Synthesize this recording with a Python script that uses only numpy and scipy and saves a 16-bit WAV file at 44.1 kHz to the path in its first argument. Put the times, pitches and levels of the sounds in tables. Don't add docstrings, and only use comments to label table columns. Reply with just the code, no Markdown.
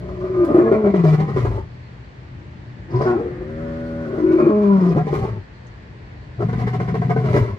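import sys
import numpy as np
from scipy import signal
from scipy.fft import rfft, irfft, next_fast_len
from scipy.io import wavfile
from scipy.ndimage import uniform_filter1d, map_coordinates

SR = 44100
rng = np.random.default_rng(int(sys.argv[2]) if len(sys.argv) > 2 else 0)


def how_loud(loudness_db):
    steps = np.asarray(loudness_db, float) / 20
    return 10 ** steps


def master(y):
    cut = np.clip(np.atleast_2d(y).T, -1, 1)
    pcm = np.round(cut * 32767)
    wavfile.write(sys.argv[1], SR, pcm.astype(np.int16))


N = 334278

# [t/s, pitch f/Hz, level/dB]
MOAN = [(0.0, 60, -38.5), (0.268, 61.9, -36), (0.37, 60.8, -39.5), (0.47, 56.3, -29.5)]
# [t/s, pitch f/Hz, level/dB]
FALL_HIGH = [(0.63, 225.1, -21.5), (.69, 223.8, -22), (.8, 216.9, -20), (.88, 199.5, -15.5),
             (.97, 191.7, -18), (1.0, 173.7, -12)]
# [t/s, pitch f/Hz, level/dB]
FALL_LOW = [(1.051, 155.8, -11.5), (1.146, 152.6, -12.5), (1.234, 151.7, -17), (1.299, 135.9, -22.5),
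            (1.34, 142.1, -23), (1.51, 100.7, -25.5), (1.63, 101.6, -34), (1.66, 99, -52)]
# [t/s, pitch f/Hz, level/dB]
GRUNT = [
    [(2.885, 109.8, -36), (2.925, 114.9, -35.5), (2.945, 120, -16.5), (3.012, 134.3, -25),
     (3.055, 146.6, -23)],
    [(3.05, 139.7, -24), (3.066, 123.3, -15.5), (3.17, 118.4, -18.5)],
]
# [t/s, pitch f/Hz, level/dB]
HUM = [(3.2, 74.74, -39.5), (3.262, 71.33, -30), (3.412, 72.5, -38), (3.606, 80.7, -33), (4.016, 81.4, -31),
       (4.098, 75.83, -35), (4.392, 78.4, -29), (4.47, 76.5, -21.5)]
# [t/s, pitch f/Hz, level/dB]
SLIDE = [(4.485, 217.8, -23), (4.52, 214.1, -19), (4.75, 195.8, -12), (4.996, 157.9, -19.5),
         (5.11, 149.3, -25), (5.312, 107.6, -29), (5.39, 95.4, -30.5), (5.42, 93, -38)]
# [t/s, pitch f/Hz, level/dB]
GROWL = [(6.38, 120.4, -27), (6.436, 117, -23.5), (7.072, 126.5, -25), (7.22, 128.9, -19.5),
         (7.288, 128.8, -21.5), (7.41, 120.5, -20), (7.446, 115.7, -26.5), (7.55, 105.6, -31),
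         (7.57, 100.5, -66)]
# [multiple of the pitch, level/dB]
MOAN_ORDERS = [(1, -20.5), (2, -8), (3, -1.5), (4, -19.5), (5, -34), (6, -3), (7, -10), (8, -17.5),
               (9, -24), (10, -4.5), (11, -11.5)]
# [multiple of the pitch, level/dB]
FALL_ORDERS = [(1, 0), (2, 8), (3, -3.5), (4, -12), (5, -20)]
# [multiple of the pitch, level/dB]
BARK_ORDERS = [(1, 0), (2, -27), (3, 1.5), (4, -30.5), (5, -45), (6, -14.5), (7, -29.5), (8, -11), (9, -56)]
# [multiple of the pitch, level/dB]
GRUNT_ORDERS = [(1, -14), (2, -10.5), (3, 1.5), (4, -17.5), (5, -16.5), (6, -13), (7, -16), (8, -22.5),
                (9, -18), (10, -35), (11, -28), (12, -20.5)]
# [multiple of the pitch, level/dB]
HUM_ORDERS = [(1, -27), (2, -5), (3, 0), (4, -6.5), (5, -8), (6, -16), (7, -2), (8, -19.5), (9, -21),
              (10, -26), (11, -36.5), (12, -26.5), (13, -32.5), (14, -43.5), (15, -22), (16, -25),
              (17, -24), (18, -22), (19, -27.5), (20, -34.5)]
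# [multiple of the pitch, level/dB]
SLIDE_ORDERS = [(1, 0), (2, -3), (3, -10.5), (4, -23.5), (5, -14.5), (6, -29), (7, -45)]
# [pitch f/Hz, level/dB there, dB per Hz]
OVERTONES = [
    (60, 3, -3),
    (225.8, 4, 0.38),
    (121, -4, 0),
    (123, 14, -1.5),
    (78.06, 3, 2),
    (210, -3.5, 0.5),
    (120, -23, -1.5),
]
# [unsteadiness at first 0-1, frays from t/s, unsteadiness at the end 0-1]
FRAY = [
    (.14, 0, .16),
    (.12, 1.22, .7),
    (.11, 3, .4),
    (.06, 3.1, .2),
    (.045, 4.03, .25),
    (.06, 4.76, .45),
    (.14, 7.2, .55),
]
# [t/s, f/Hz, level/dB, waver share]
LOCKED = [
    [(0.08, 370, -38.5, 0.012), (.36, 368, -15.5, 0.015), (0.434, 349, -13.5, .012),
     (0.45, 343, -12.5, .02)],
    [(0.45, 343.7, -17, 0.035), (0.644, 344.7, -15, 0.028), (0.68, 360, -22, .03)],
    [(4.18, 334.7, -27.5, 0.025), (4.242, 335.2, -12.5, 0.022), (4.478, 354.6, -11.5, 0.027),
     (4.52, 310, -23.5, .03)],
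]
# [t/s, peak level/dB]
THROBS = [(4.194, -15), (4.216, -11), (4.236, -9), (4.26, -9), (4.283, -9), (4.305, -7), (4.33, -5),
          (4.355, -6), (4.389, -7), (4.42, -6), (4.465, -7)]
# [t/s, peak level/dB]
PUSHES = [(0.206, -22), (0.24, -17), (0.296, -15), (0.363, -12), (0.39, -13), (0.415, -10), (0.489, -11),
          (0.541, -7), (0.583, -5), (0.631, -10), (0.676, -16)]

# [t/s, level/dB, mouth opening 0-1]
STREAM = [
    [(0, -55.5, 0.9), (.3, -43.5, 0.2), (.438, -39, 0), (.55, -37.5, 0.21), (.68, -36, 0.4),
     (.73, -33, 0.56), (.784, -36, 0.53), (1.0, -34, 0.65), (1.324, -41, 0.87), (1.38, -34.5, 0.75),
     (1.588, -46.5, 0.57), (1.68, -73, 0.7)],
    [(2.86, -75, 0.5), (2.938, -42.5, 0.6), (3.0, -42, .6), (3.02, -36.5, 0.7), (3.11, -35.5, .7),
     (3.142, -42, 0.23), (3.4, -62, 0.2)],
    [(3.401, -56, 0.2), (3.95, -55.5, 0.2), (4.274, -40.5, 0.4), (4.468, -33, 0), (4.516, -41.5, 0),
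     (4.782, -40.5, 0.4), (4.96, -39.5, 0.38), (5.05, -42, 0.9), (5.14, -36.5, 0.67), (5.29, -41, 0.75),
     (5.42, -67, 0.3)],
    [(6.36, -81, 0.6), (6.4, -45, 0.5), (6.5, -41, 0.98), (7.23, -39.5, 0.83), (7.376, -30.5, 0.7),
     (7.444, -40.5, 0.8), (7.58, -53.5, 0.7)],
]
# [t/s, level/dB over the steady stream]
FLAPS = [(.09, 7), (.21, 8), (.243, 8), (.548, -2), (.586, -1), (.719, 4), (.745, 3), (.845, 6), (.869, 0),
         (.943, 5), (1.042, 4), (1.2, 4), (1.288, 1), (1.366, 9), (1.453, 8), (2.941, 2), (3.013, 12),
         (4.186, 6), (4.497, 4), (4.966, 2), (5.072, 10), (5.132, 13), (5.146, 9), (5.192, 4), (5.243, 5),
         (5.29, 2), (6.393, 7), (6.407, 9), (6.422, 7), (6.488, 5), (6.532, 5), (6.587, 4), (6.612, 3),
         (6.628, 5), (6.67, 7), (6.733, 4), (6.801, 10), (6.879, 7), (6.945, 14), (7.019, 8), (7.098, 15),
         (7.162, 9), (7.244, 7), (7.258, 6), (7.29, 3), (7.333, 4), (7.348, 2), (7.428, 6), (7.452, 6),
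         (7.48, 5), (7.504, 6)]
# [t/s, f/Hz, sharpness level/dB]
TONGUE = [(0, 572, 0.5), (.45, 575, 7), (.75, 565, -4.5), (1.0, 623, -0.5), (1.28, 823, -2.5),
          (1.4, 618, -12.5), (1.6, 892, 0), (2.9, 716, 2.5), (3.05, 632, -5.5), (3.22, 755, -1),
          (4.1, 552, -1), (4.85, 621, -1), (5.08, 788, -7.5), (5.2, 769, -3), (5.3, 910, 0),
          (6.4, 675, 5.5), (6.55, 731, 0.5), (7.22, 692, 3.5), (7.35, 553, -10.5)]
# [f/Hz, width/Hz, level/dB]
UPPER = [(1004, 154, 7), (1330, 390, 0), (1569, 230, -3), (1958, 420, -3.5), (2369, 250, -13.5)]
# [frequency ratio, level/dB]
SHUT = [(1.033, -0.5), (.95, 1.5), (.96, 4), (1.004, -12), (1, 3)]
# [t/s, end t/s, level/dB]
HOLDS = [
    (.17, .48, -13),
    (3.055, 3.185, -16),
    (3.45, 4.06, -16),
    (4.2, 4.5, -11),
    (4.5, 4.77, -18),
    (4.77, 4.94, -5),
]
# [f/Hz, level/dB per Hz]
BREATH = [(1590, -39.5), (2700, 1.5), (3590, -4.5), (3950, -3.5), (4850, -6), (5570, -8), (9090, -22.5),
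          (12400, -23.5), (15500, -31.5)]
# [t/s, level/dB]
LEAK = [(0, 4.5), (.8, -6.5), (1.08, 5.5), (1.3, 0), (1.45, 3.5), (2.92, 3), (3.15, -1), (3.4, 5),
        (3.65, 8), (3.9, 10), (4.45, -3.5), (4.85, 4), (5.05, -0.5), (5.15, 5), (5.4, -1), (6.6, 3),
        (7.58, 2)]
# [t/s, depth 0-1]
NOSE = [(0, 0.8), (1.25, 1), (1.4, 1), (2.9, 0.1), (4.3, 0), (4.5, 1), (5.4, 0.9), (6.4, 0.4), (7.2, 0.1),
        (7.3, 0.77)]
# [t/s, length/s, start f/Hz, end f/Hz, level/dB]
SINGS = [(.235, 0.07, 630.4, 570, -32.5), (.64, .05, 1675, 1700, -42.5), (1.04, .035, 1685, 1690, -42),
         (1.05, 0.1, 2390, 2374, -49), (1.19, 0.033, 2004, 2020, -51), (.45, 0.29, 1075, 1082, -38),
         (.33, 0.47, 1214, 1200, -40.5), (.84, 0.1, 752, 797, -37), (.95, 0.043, 599, 635, -38),
         (1.04, 0.067, 608, 635, -30.5), (1.17, .14, 729, 830, -35.5), (1.18, 0.086, 970, 1027, -37),
         (1.5, 0.14, 901, 889, -45.5), (2.935, 0.11, 1010, 989, -30), (3.02, 0.043, 2170, 2180, -52.5),
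         (3.1, 0.036, 2580, 2540, -50), (3.0, .04, 535, 593, -29.5), (3.045, 0.036, 629, 642, -25),
         (3.01, 0.11, 1362, 1335, -37), (3.1, .12, 720, 852, -37.5), (3.165, 0.029, 366, 472, -23.5),
         (3.19, 0.096, 474, 455, -28), (4.0, 0.25, 1473, 1462, -48.5), (4.2, .16, 1495, 1432, -39.5),
         (4.27, 0.22, 2250, 2326, -49.5), (4.39, 0.1, 2400, 2466, -51.5), (4.495, 0.044, 575, 570, -28.5),
         (4.69, .06, 1018, 978, -32), (4.72, 0.074, 1410, 1330, -39.5), (4.75, .08, 1148, 1102, -37),
         (4.76, 0.11, 979, 953, -38), (4.865, .065, 370, 405, -20), (4.96, 0.1, 671, 788, -33),
         (4.96, 0.035, 1361, 1340, -40.5), (5.06, 0.046, 751, 819, -36), (5.21, .05, 770, 760, -35),
         (7.33, 0.065, 382.6, 411, -17.5)]
# [t/s, half width/s, depth 0-1]
BREAKS = [(.46, .014, 0.2), (.53, .006, 0.3), (0.706, 0.003, 0.7), (.825, 0.027, 0.4), (0.924, 0.015, 0.68),
          (1.025, 0.016, 0.6), (1.168, 0.014, 0.63), (1.264, 0.016, 0.5), (4.845, 0.0063, 0),
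          (4.942, 0.0078, 0.6), (5.04, 0.018, 0.5), (5.113, 0.0071, 0.1)]
# [t/s, level/dB]
WHEEZES = [(1.07, -52), (4.74, -62), (4.78, -64), (4.81, -61), (4.85, -67), (4.89, -53), (4.97, -65),
           (2.908, -58), (2.958, -51.5), (2.985, -58), (3.018, -48.5), (3.04, -53), (3.058, -56.5),
           (3.075, -61), (3.11, -63)]
# [peak t/s, level/dB]
RUMBLES = [
    (1.501, -23.5),
    (5.194, -24),
    (6.619, -26.5),
    (7.39, -23),
]
# [t/s, length/s, level/dB, change/dB]
BODY = [
    (1.199, 0.48, -19.5, -32),
    (2.901, 0.35, -27, -20),
    (4.95, .45, -24, -12.5),
    (6.412, 1, -24, 0),
]
# [t/s, beats per s, depth 0-1]
FLUTTER = [(6.38, 47, 0.31), (6.9, 50, 0.21), (7.25, 52, .4), (7.4, 66, 0)]
# [t/s, peak level/dB]
KNOCKS = [(6.488, -30), (6.53, -23.5), (6.673, -24.5), (6.732, -34.5), (6.8, -27.5), (6.88, -23),
          (6.945, -24), (7.018, -21.5), (7.099, -18), (7.161, -14)]
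# [f/Hz, level/dB, t60/s]
TUBE = [(444, 4.5, 0.14), (734, -2.5, 0.25), (997, -6, .11), (1330, -14, .06), (1540, -7.5, 0.096)]

# [f/Hz, level/dB per Hz]
AIR = [(240, -21.5), (400, -3.5), (480, -6.5), (620, -10), (900, -9), (1300, -14), (1800, -10), (3000, -21),
       (5000, -30), (8000, -40), (9000, -60), (12000, -65), (15700, -65)]
# [f/Hz, level/dB per Hz]
TRAFFIC = [(15, -48), (25, -19), (49, 3.5), (128, 3), (153, -1.5), (340, -13), (479, -39.5), (600, -14.5),
           (780, -58.5), (1320, -120)]
# [t/s, level/dB]
ROAD = [(0, -34), (1.9, -40.5), (3.4, -34.5), (5.3, -42), (6.3, -38.5), (7.58, -46)]
# [f/Hz, level/dB]
ENGINE = [(61, -54), (95, -63), (123, -44.5), (181, -59), (298, -58.5), (352, -58.5)]
# [f/Hz, correlation -1 to 1]
ALIKE = [(60, 0.98), (130, 0.99), (290, 0.65), (640, 0.042), (1410, -0.36), (3100, 0.15), (6820, -0.059),
         (15000, -0.22)]
# [t/s, level/dB]
TICKS = [
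    (2.39, -70),
    (5.67, -59),
]
# [f/Hz, level/dB difference]
TILT = [(60, 2), (380, 2.4), (700, 0), (1290, 1), (2380, -2.5), (4400, .5), (8120, 5), (15000, 3)]
# [f/Hz, phase/rad]
LEAD = [(0, 0), (160, .06), (260, .12), (400, .5), (750, 1), (900, 1.8), (1050, 2.05), (1810, 2.4),
        (2500, 1), (4570, 4.8), (7410, 12.8), (15200, 32.4)]


def unit(x):
    return x / np.sqrt(np.mean(x ** 2) + 1e-20)


def along(points, hz):
    f, v = np.transpose(points)
    return np.interp(np.log(hz + 1), np.log(f + 1), v)


def curves(*tables):
    t = np.arange(N) / SR
    s, *cols = np.transpose(np.vstack(tables))
    gate = 0
    for rows in tables:
        inside = np.minimum(t - rows[0][0] + .006, rows[-1][0] + .006 - t)
        gate = gate + np.clip(inside / .012, 0, 1)
    return [np.interp(t, s, c) for c in cols] + [gate]


def wobble(rate):
    knots = rng.standard_normal(int(N * rate / SR) + 4)
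    return map_coordinates(knots, [np.arange(N) * rate / SR])


def filtered(x, response):
    m = next_fast_len(N + SR // 2)
    return irfft(rfft(x, m) * response(np.fft.rfftfreq(m, 1 / SR)), m)[..., :N]


def ring(x, hz, width_hz):
    turn = np.exp(2j * np.pi * np.cumsum(np.broadcast_to(hz, N)) / SR)
    pole = np.exp(-np.pi * width_hz / SR)
    smooth = signal.lfilter([1], np.convolve([1, -pole], [1, -pole]), x / turn)
    return unit(np.real(turn * smooth))


def surges(events, lift_db, rise, fall, flip=1):
    kicks, t = np.zeros(N), np.arange(SR // 5) / SR
    s, db = np.transpose(events)
    kicks[(s * SR).astype(int)] = how_loud(db + lift_db) * flip ** np.arange(len(s))
    shape = (1 - np.exp(-t / rise)) * np.exp(-(t / fall) ** 2)
    gain = 1 + signal.fftconvolve(kicks, shape)[:N]
    return gain / np.sqrt(np.abs(uniform_filter1d(gain ** 2, SR // 6)))


def peak(s, db, rise_db, fall_db):
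    t = np.arange(N) / SR - s
    return db - np.where(t < 0, -rise_db * t, fall_db * t)


def voiced(table, orders, lead, guide, overtones, fray):
    hz, level_db, gate = curves(table)
    at_hz, over_db, slope_db = overtones
    over_db = np.maximum(over_db + slope_db * (hz - at_hz), -27)
    lead_db = level_db - np.maximum(over_db, 0)
    over_db = level_db + np.minimum(over_db, 0)

    clean, since, frayed = fray
    progress = np.clip((np.arange(N) / SR - since) / (table[-1][0] - since), 0, 1)
    ragged = clean + (frayed - clean) * np.sqrt(progress)
    phase = 2 * np.pi * np.cumsum(hz * (1 + .15 * ragged * wobble(45))) / SR
    lost_db = 9 * np.clip(ragged - .1, 0, 1)
    guide_db = dict(orders)[guide]
    stack = 0
    for k, db in orders:
        partial_db = lead_db if k == lead else over_db + db - guide_db
        partial_db = partial_db - lost_db * max(k - guide, 0) + 11.3 * ragged * wobble(75)
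        stack = stack + how_loud(partial_db) * np.sin(k * phase + k * k)
    return np.sqrt(2) * gate * stack


def locked_tone():
    hz, db, waver, gate = curves(*LOCKED)
    tone = np.sin(2 * np.pi * np.cumsum(hz * (1 + waver * wobble(70))) / SR)
    throb = surges(THROBS, lift_db=34, rise=.01, fall=.018, flip=-1)
    push = surges(PUSHES, lift_db=19, rise=.006, fall=.03)
    return np.sqrt(2) * np.minimum(gate, 1) * how_loud(db - 2.0) * push * throb * tone


def tones():
    stacks = [
        (MOAN, MOAN_ORDERS, 2, 3),
        (FALL_HIGH + FALL_LOW, FALL_ORDERS, 1, 2),
        (GRUNT[0], BARK_ORDERS, 1, 3),
        (GRUNT[1], GRUNT_ORDERS, 1, 3),
        (HUM, HUM_ORDERS, 5, 3),
        (SLIDE, SLIDE_ORDERS, 1, 2),
        (GROWL, [(1, 0), (2, 0)], 1, 2),
    ]
    calls = sum(voiced(*s, over, fray) for s, over, fray in zip(stacks, OVERTONES, FRAY))
    return calls + locked_tone()


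def pulses(rate):
    openings = np.floor(np.cumsum(rate * how_loud(4 * wobble(60))) / SR)
    ticks = np.diff(openings, prepend=0) * how_loud(2 * wobble(150))
    puff = signal.lfilter([1], [1, -np.exp(-1 / (0.0046 * SR))], ticks)
    noise = unit((0.61 + unit(puff)) * rng.standard_normal(N))
    return 0.55 * unit(ticks) + 0.77 * noise, noise


def forced():
    return sum(how_loud(peak(s, db, rise_db=75.5, fall_db=110)) for s, db in RUMBLES)


def holding():
    t, ease_db = np.arange(N) / SR, 0
    for s, end, db in HOLDS:
        ease_db = ease_db + db * np.clip(np.minimum(t - s, end - t) / .04 + .5, 0, 1)
    return how_loud(ease_db)


def rasp():
    air_db, mouth, gate = curves(*STREAM)
    (second_hz, sharp_db, _), leak_db = curves(TONGUE), curves(LEAK)[0]

    def opened(ends):
        return ends[0] + (ends[1] - ends[0]) * mouth

    source, noise = pulses(rate=110)
    flap = surges(np.subtract(FLAPS, [.004, 0]), lift_db=0, rise=.0007, fall=.02)
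    snap = 52 * np.clip(np.diff(flap, prepend=flap[0]), 0, None)
    far = source * flap ** .6
    source = source * flap ** .85 + snap

    ease = holding()
    first_hz = opened((341.6, 435.7))
    first = ring(source, first_hz, width_hz=114.0)
    first = first + how_loud(-7.5) * ring(source, 1.276 * first_hz, width_hz=226)
    second = how_loud(opened((10.5, 2.5)) + sharp_db) * np.sqrt(ease) * ring(source, second_hz, width_hz=74)
    upper = 0
    for k, ((hz, width, db), (ratio, shut_db)) in enumerate(zip(UPPER, SHUT)):
        level = (-1) ** k * how_loud(db + opened((shut_db, -shut_db / 2)))
        centre = hz * opened((ratio, 1)) * (1 + 0.02 * wobble(9))
        upper = upper + level * ring(source if k < 3 else far, centre, width)

    noise = noise + np.array([[1], [-1]]) * pulses(rate=130)[1]
    breath = unit(filtered(noise, lambda f: how_loud(along(BREATH, f))))
    sizzle = filtered(breath, lambda f: 1 / (1 + (7400 / (f + 1)) ** 6))
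    sizzle_gain = how_loud(opened((-2, -3)) + leak_db / 2) * (1 + how_loud(19) * forced())
    hiss = flap ** 0.48 * (breath + (sizzle_gain - 1) * sizzle)

    voice = how_loud(opened((27, 5.5))) * ease * first + second + how_loud(3.0) * unit(upper)
    return gate * how_loud(air_db) * (voice + how_loud(opened((-18.5, -15.5)) + leak_db) * hiss)


def nasal(x):
    centre_hz, width_hz = 1525, 110
    band = filtered(x, lambda f: 1j * f * width_hz / (centre_hz ** 2 - f * f + 1j * f * width_hz))
    return x - np.clip(curves(NOSE)[0], 0, 1) * band


def yard(x):
    t = np.arange(SR // 4) / SR
    tails = rng.standard_normal((2, 2, len(t))) * how_loud(-60 * t / .13)
    tails = tails / np.linalg.norm(tails[0, 0])
    turn = 2.5 * wobble(3)
    aims = np.pad([x * np.cos(turn), x * np.sin(turn)], ((0, 0), (90, 0)))
    wet = signal.fftconvolve(aims[:, None], tails, axes=2).sum(axis=0)[:, :N]
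    return filtered(wet, lambda hz: how_loud(along([(150, -22), (500, -9), (1200, -2), (8000, 2)], hz)))


def rush(spectrum, patchy_db):
    z = signal.stft(rng.standard_normal((2, N)), nperseg=512)[2]
    field = uniform_filter1d(rng.standard_normal(z.shape[1:]), 6, 0)
    field = uniform_filter1d(field, 14, 1)
    pair = signal.istft(z * how_loud(patchy_db * unit(field)), nperseg=512)[1][:, :N]

    def spread(hz):
        turn = np.arccos(np.clip(along(ALIKE, hz), -1, 1)) / 2
        return how_loud(along(spectrum, hz)) * [np.cos(turn), np.sin(turn)]

    mid, side = filtered(pair, spread)
    return np.array([mid + side, mid - side]) / np.std(mid)


def engine():
    t, hum = np.arange(N) / SR, 0
    for hz, db in ENGINE:
        hum = hum + how_loud(db + 2.0 * wobble(3.5)) * np.sin(2 * np.pi * hz * t + 1.0 * wobble(5))
    return hum


def outdoors():
    traffic = how_loud(0.34 * wobble(7.6)) * rush(TRAFFIC, patchy_db=0.5) + how_loud(41.5) * engine()
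    low = how_loud(curves(ROAD)[0]) * traffic * how_loud([[1], [-1]])
    tyre_db = peak(3.1, -47, rise_db=34.5, fall_db=4.5)
    tyres = how_loud(tyre_db) * ring(rng.standard_normal((2, N)), 1776, width_hz=580)
    insects = how_loud(-69 + 2.6 * wobble(25)) * ring(rng.standard_normal((2, N)), 4350, width_hz=700)
    wash = how_loud(-56.5 + 6.0 + 0.37 * wobble(8.2)) * rush(AIR, patchy_db=0.5)
    return wash + low + tyres + insects


def sings():
    out, waver, flicker = np.zeros(N), wobble(60), wobble(40)
    for k, (s, length, from_hz, to_hz, db) in enumerate(SINGS):
        at, u = round(s * SR), np.linspace(0, 1, round(length * SR))
        own = slice(k * SR // 6, k * SR // 6 + len(u))
        hz = (from_hz + (to_hz - from_hz) * u) * (1 + .012 * waver[own])
        swell = np.sqrt(2 * np.abs(np.sin(np.pi * u)))
        tone = np.sin(2 * np.pi * np.cumsum(hz) / SR)
        out[at:at + len(u)] += how_loud(db + 3 * flicker[own]) * swell * tone
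    return out


def airflow():
    t, gain = np.arange(N) / SR, 1
    for s, half, depth in BREAKS:
        gain = gain * (1 - np.clip(depth, 0, 1) * np.exp(-((t - s) / half) ** 4))
    return gain


def wheeze():
    level = sum(how_loud(peak(s, db, rise_db=5200, fall_db=650)) for s, db in WHEEZES)
    band = lambda f: 1 / (1 + (4300 / (f + 1)) ** 20 + (f / 5800) ** 20)
    return level * unit(filtered(rng.standard_normal(N), band))


def chest():
    spans = [[(s, db), (s + length, db + change_db)] for s, length, db, change_db in BODY]
    body_db, gate = curves(*spans)
    source = pulses(rate=61)[0]
    ribs = forced() * ring(source, 60, width_hz=100)
    return ribs + gate * how_loud(body_db) * ring(source, 162.0, width_hz=80)


def fence():
    level = sum(how_loud(peak(s, db, rise_db=4000, fall_db=600)) for s, db in TICKS)
    return level * ring(rng.standard_normal((2, N)), 6300, width_hz=1500)


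def flutter():
    rate, depth, gate = curves(FLUTTER)
    beat = 2 * np.pi * np.cumsum(rate * (1 + .1 * wobble(30))) / SR
    return 1 + gate * np.clip(depth, 0, 1) * (np.sin(beat) + 0.33 * np.sin(2 * beat))


def chop(lion):
    chopped = (flutter() - 1) * filtered(lion, lambda hz: 1 / (1 + (hz / 260) ** 6))
    return lion + filtered(chopped, lambda hz: 1 / (1 + (95 / (hz + 1)) ** 6))


def stalls():
    t, gain = np.arange(N) / SR, 1
    for s, _ in KNOCKS:
        gain = gain * (1 - .45 * np.exp(-((t - s) / .014 + 1) ** 4))
    return gain


def knocks():
    out, t = np.zeros(N), np.arange(SR // 5) / SR
    chances = rng.standard_normal((len(KNOCKS), len(TUBE), 2))
    for (s, db), chance in zip(KNOCKS, chances):
        ringing = 0
        for (hz, level, t60), (size, pitch) in zip(TUBE, chance):
            mode = np.sin(2 * np.pi * hz * (1 + .012 * pitch) * t)
            ringing = ringing + how_loud(level + 2 * size - 60 * t / t60) * mode
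        out[round(s * SR):][:len(t)] += how_loud(db - 6) * ringing * (1 - np.exp(-t / .001))
    return out


def scene():
    voice = airflow() * nasal(tones() + stalls() * rasp() + sings())
    lion = chop(voice + chest() + wheeze() + knocks())
    side = np.array([[.5], [-.5]])
    lead = lambda hz: np.exp(1j * side * np.interp(hz, *np.transpose(LEAD)))
    tilt = lambda hz: how_loud(side * along(TILT, hz))
    placed = filtered(filtered(lion, lead) + yard(lion.mean(axis=0)), tilt)
    return placed + outdoors() + fence()


def roll_off(x):
    return signal.sosfilt(signal.butter(12, 15650, fs=SR, output="sos"), x)


def record(dry):
    bass_cut = lambda hz: ((1j * hz / 45) ** 2 / (1 + 1.2j * hz / 45 - (hz / 45) ** 2)) ** 2
    x = filtered(dry, bass_cut)
    mix = x / (1 + np.abs(x / .93) ** 4) ** (1 / 4)
    return roll_off(mix)


dry = scene()
out = record(dry)
master(out)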